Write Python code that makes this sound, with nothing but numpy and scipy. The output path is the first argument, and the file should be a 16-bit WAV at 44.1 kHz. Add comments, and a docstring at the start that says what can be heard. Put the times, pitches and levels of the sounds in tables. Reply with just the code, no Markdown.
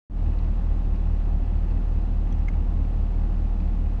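"""A camera starts, and the sound of open, snowy country fades in at 0.1 s. From then on an eight-cylinder
engine idles close by: its periodic firings give a deep exhaust throb, made slightly uneven by unequal
cylinders, over a broadband mechanical rush and the harmonic buzz of a small motor at constant speed.
From 0.4 s light touches excite the resonances of the camera's casing as faint, sparse ticks.
Between 2.3 and 2.6 s the casing slips and creaks four times; the last tick follows at 3.6 s."""
import sys
import numpy as np
from scipy import signal
from scipy.fft import rfft, irfft, next_fast_len
from scipy.io import wavfile
from scipy.ndimage import uniform_filter1d, map_coordinates

SR = 44100
rng = np.random.default_rng(int(sys.argv[2]) if len(sys.argv) > 2 else 0)


def inscribe(sig):
    """Save sig as 16-bit PCM at rate SR to the path in sys.argv[1].

    A 1-D sig is mono; a 2-D sig holds one channel per row.
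    Samples are clipped to [-1, 1] before scaling.
    """
    pcm = np.round(np.clip(np.atleast_2d(sig).T, -1, 1) * 32767)
    wavfile.write(sys.argv[1], SR, pcm.astype(np.int16))


N = 176400


def amp(db):
    """Amplitude ratio of a level in decibels."""
    return 10 ** (np.asarray(db) / 20)

def unit(x):
    """Normalisation to rms 1."""
    return x / np.sqrt(np.mean(x ** 2) + 1e-20)

def clock():
    """Uniform sampling: t/s of every sample."""
    return np.arange(N) / SR

def wobble(rate):
    """Smooth random modulation: a spline through `rate` Gaussian values a second."""
    return map_coordinates(rng.standard_normal(int(N * rate / SR) + 4), [clock() * rate])

def filtered(x, response):
    """Linear filtering: the spectrum is multiplied by a frequency response."""
    size = next_fast_len(N + SR // 2)
    return irfft(rfft(x, size) * response(np.fft.rfftfreq(size, 1 / SR)), size)[:N]

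def noise(spectrum, patchy_db=0):
    """Spectral shaping of white noise to rms 1, with random gain in time-frequency patches."""
    bins = signal.stft(rng.standard_normal(N), nperseg=512)[2]
    patches = uniform_filter1d(rng.standard_normal(bins.shape), size=6, axis=0)
    patches = unit(uniform_filter1d(patches, size=12, axis=1))
    patchy = signal.istft(bins * amp(patchy_db * patches), nperseg=512)[1][:N]
    f, db = np.transpose(spectrum)
    def colour(hz):
        return amp(np.interp(np.log(hz + 1), np.log(f + 1), db, left=-120, right=-120))
    return unit(filtered(patchy, colour))

def resonance(hz, width_hz):
    """Friction noise of rms 1 in one Lorentzian resonance."""
    return unit(filtered(rng.standard_normal(N), lambda f: 1 / (1 + (2 * (f - hz) / width_hz) ** 2)))

def tone(turns, db):
    """A sinusoid from its phase in turns and its rms level."""
    return np.sqrt(2) * amp(db) * np.cos(2 * np.pi * turns)


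CYCLE_HZ, CYLINDERS = 4.757, 8
FIRST_FIRING_S, STRONGEST_S, WANDER_S = 0.00659, 0.068, 0.0007

def engine():
    """Cyclic modulation: unequal cylinders make the exhaust swell and run early once a cycle."""
    t = clock() + WANDER_S * wobble(2.99)
    cycles = CYCLE_HZ * (t - FIRST_FIRING_S)
    lope = np.cos(2 * np.pi * CYCLE_HZ * (t - STRONGEST_S))
    early = np.cos(2 * np.pi * CYCLE_HZ * (t - STRONGEST_S + 0.0097))  # peaks just before the lope
    return exhaust_tones(cycles, lope, early) + exhaust_rumble(cycles, lope)


# Line spectrum of the exhaust: harmonic number of the engine cycle, rms level/dB
EXHAUST_HARMONICS = [(5, -38.5), (7, -48), (8, -22.5), (11, -49.5), (13, -43.5), (14, -45.5), (16, -30.5),
                     (18, -52), (19, -50), (24, -42), (27, -54.5), (32, -52.5), (36, -49), (39, -48.5),
                     (41, -55.5)]
FIRING_SWAY_DB, UNEVEN_SWAY_DB = 0.2, 1.74
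SILENCER_LAG_TURNS, LOPE_TURNS, LOPE_DB = 0.11, 0.07, 3

def exhaust_tones(cycles, lope, early):
    """Fourier series: the firings give every eighth harmonic, unequal cylinders those in between."""
    out = np.zeros(N)
    for harmonic, db in EXHAUST_HARMONICS:
        k = round(harmonic)
        if k % CYLINDERS:
            out += tone(k * cycles + rng.random(), db + UNEVEN_SWAY_DB * wobble(3.91))
        else:
            overtone = k // CYLINDERS - 1  # 0 at the firing rate
            turns = k * cycles - SILENCER_LAG_TURNS * overtone ** 2 + LOPE_TURNS * overtone * early
            swell_db = LOPE_DB * min(overtone, 1) * lope
            out += tone(turns, db + swell_db + FIRING_SWAY_DB * wobble(9.7))
    return out


# Continuous spectrum of the exhaust: f/Hz, relative spectral level/dB
RUMBLE_SPECTRUM = [(8, -31.5), (16, -5.5), (24, -0.5), (30, -3.5), (46, -1.5), (56, 1.5), (78, 1),
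                   (98, -7.5), (116, -1), (135, -10), (155, -7), (176, -3), (205, -9), (270, -10),
                   (330, -13), (420, -26), (800, -49.5)]
RUMBLE_DB, RUMBLE_SWAY_DB, LOPE_DEPTH, THROB_DEPTH = -35, 1.07, 0.14, 0.087

def exhaust_rumble(cycles, lope):
    """Amplitude modulation: low exhaust noise pulses once a cycle and once a firing."""
    pulsing = 1 + LOPE_DEPTH * lope + THROB_DEPTH * np.sin(2 * np.pi * CYLINDERS * cycles)
    return amp(RUMBLE_DB + RUMBLE_SWAY_DB * wobble(15)) * pulsing * noise(RUMBLE_SPECTRUM)


# Continuous spectrum of the machinery: f/Hz, relative spectral level/dB
RUSH_SPECTRUM = [(120, -20.5), (300, -2), (420, 0.5), (500, -.5), (620, -3), (860, -2), (1030, -8.5),
                 (1450, -13.5), (2000, -17.5), (2700, -19.5), (3200, -22.5), (4100, -26), (4900, -29),
                 (5400, -31.5), (6000, -32.5), (6350, -31.3), (6800, -37), (7200, -35.5), (7600, -39),
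                 (8200, -38.5), (9200, -43), (10150, -43.5), (10700, -47), (16000, -58)]
RUSH_DB, RUSH_SWAY_DB = -49, 0.03

def machinery_rush():
    """Moving air and machinery radiate nearly stationary broadband noise."""
    return amp(RUSH_DB + RUSH_SWAY_DB * wobble(9.6)) * noise(RUSH_SPECTRUM, patchy_db=0.24)


# Line spectrum of the small motor: harmonic number of the rotation rate, rms level/dB
BUZZ_HARMONICS = [(4, -48), (5, -56.5), (6, -61), (9, -62.5), (10, -63), (11, -63.5), (12, -65),
                  (13, -58.5), (14, -70), (15, -61), (16, -69), (18, -70), (20, -65.5), (21, -72),
                  (22, -69.5), (23, -72.5), (24, -72), (25, -79.5), (26, -76)]
MOTOR_HZ, BUZZ_SWAY_DB = 54.142, 1.1

def motor_buzz():
    """Steady rotation gives a harmonic series; each partial wavers slightly in phase and level."""
    t, out = clock(), np.zeros(N)
    for harmonic, db in BUZZ_HARMONICS:
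        turns = round(harmonic) * MOTOR_HZ * t + rng.random() + 0.04 * wobble(4)
        out += tone(turns, db + BUZZ_SWAY_DB * wobble(3.91))
    return out


# Modes of the motor's housing: f/Hz, relative level/dB, T60/s
HOUSING_MODES = [(1731, -2.5, 0.052), (1970, 0.5, 0.034), (2580, 0.5, 0.043), (2818, -4, .04),
                 (3300, -17, 0.028), (4100, -13.5, 0.034)]
TAP_DB, TAP_SCATTER_DB, TAP_ATTACK_S = -60, 2.5, 0.00034

def motor_taps():
    """Convolution: one tap a turn excites the impulse response of the housing's damped modes."""
    starts = (np.arange(int(N / SR * MOTOR_HZ)) * SR / MOTOR_HZ).astype(int)
    strengths = amp(TAP_DB + TAP_SCATTER_DB * rng.standard_normal(len(starts)))
    taps = np.bincount(starts, strengths, N)
    age = clock()[:SR // 10]
    ring = sum(amp(db - 60 * age / t60) * np.sin(2 * np.pi * hz * age) for hz, db, t60 in HOUSING_MODES)
    attack = 1 - np.exp(-age / TAP_ATTACK_S)
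    return signal.fftconvolve(taps, ring * attack)[:N]


# High partials of the motor: f/Hz, rms level/dB
WHINE_PARTIALS = [(6417, -96), (7827, -94), (8021, -94)]

def motor_whine():
    """Random phase modulation broadens each faint tone into a narrow band."""
    return sum(tone(hz * clock() + 0.34 * wobble(20), db) for hz, db in WHINE_PARTIALS)


# Slips of the casing: t/s, duration/s, low ring level/dB, high ring level/dB, low f/Hz, high f/Hz
CASING_SLIPS = [(2.3245, 0.0038, -52.5, -59.5, 3300, 5900), (2.388, .005, -70, -68, 2200, 5350),
                (2.4825, 0.007, -34, -58.5, 2110, 6350), (2.534, 0.0099, -55.5, -82, 2260, 6350)]
# Friction noise of a slip: f/Hz, relative spectral level/dB
GRIT_SPECTRUM = [(700, -14.5), (1400, 1), (2600, -4), (3300, -13), (4200, -28), (4900, -17), (5400, -28),
                 (7000, -41), (9300, -49), (10600, -28), (11600, -44), (12400, -40.5), (13800, -42),
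                 (15500, -53)]
GRIT_DB, TAIL_DB = -11.5, -18.5  # relative to the low ring; to the main decay
SLIP_T60_S, TAIL_T60_S = 0.015, 0.065

def casing_creaks():
    """Stick-slip friction: each brief slip rings the plastic, which decays at two rates."""
    t, out = clock(), np.zeros(N)
    for start, duration, low_db, high_db, low_hz, high_hz in CASING_SLIPS:
        age = t - start
        swell = np.clip(age / (duration * 0.5) + 0.3, 0, 1)
        released = np.maximum(age - duration * 0.72, 0)
        decay = amp(-60 * released / SLIP_T60_S) + amp(TAIL_DB - 60 * released / TAIL_T60_S)
        low_ring = np.sin(2 * np.pi * (low_hz * age + 0.03 * wobble(500)))
        grit = amp(GRIT_DB) * noise(GRIT_SPECTRUM)
        high_ring = resonance(high_hz, width_hz=1000)
        out += swell * decay * (amp(low_db) * (low_ring + grit) + amp(high_db) * high_ring)
    return out


# Light touches on the casing: t/s, level/dB
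TOUCHES = [(.387, -51.5), (.957, -56.5), (1.708, -52.5), (2.849, -57), (3.601, -51.5)]
# Resonances of the casing: f/Hz, bandwidth/Hz, relative level/dB
CASING_RESONANCES = [(2540, 380, 3.5), (4150, 800, -4.5), (4900, 1300, -12.5)]
TICK_ATTACK_S, TICK_T60_S = 0.002, 0.032

def casing_ticks():
    """Transient excitation: after each touch the casing's resonances decay exponentially."""
    t, envelope = clock(), np.zeros(N)
    for start, db in TOUCHES:
        attack = np.clip((t - start) / TICK_ATTACK_S, 0, 1)
        released = np.maximum(t - start - TICK_ATTACK_S, 0)
        envelope += attack * amp(db - 60 * released / TICK_T60_S)
    ring = sum(amp(db) * resonance(hz, width) for hz, width, db in CASING_RESONANCES)
    return envelope * unit(ring)


def scene():
    """Superposition in a free field: all sources add at one microphone, with no echo over the snow."""
    machines = engine() + machinery_rush() + motor_buzz() + motor_taps() + motor_whine()
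    return (machines + casing_creaks() + casing_ticks())[None]


START_S, ONSET_S, FADE_S, START_GAIN = 0.098, 0.0011, 0.11, 0.28
CUTOFF_HZ, CUTOFF_ORDER = 15700, 80

def record(dry):
    """Gain ramp and band limiting: the sound fades in as the camera starts, through a steep low-pass."""
    age = clock() - START_S
    onset = np.clip(age / ONSET_S, 0, 1)
    fade = np.clip(START_GAIN + age / FADE_S * (1 - START_GAIN), 0, 1)
    return filtered(dry[0] * onset * fade, lambda hz: 1 / (1 + (hz / CUTOFF_HZ) ** CUTOFF_ORDER))[None]


dry = scene()
out = record(dry)
inscribe(out)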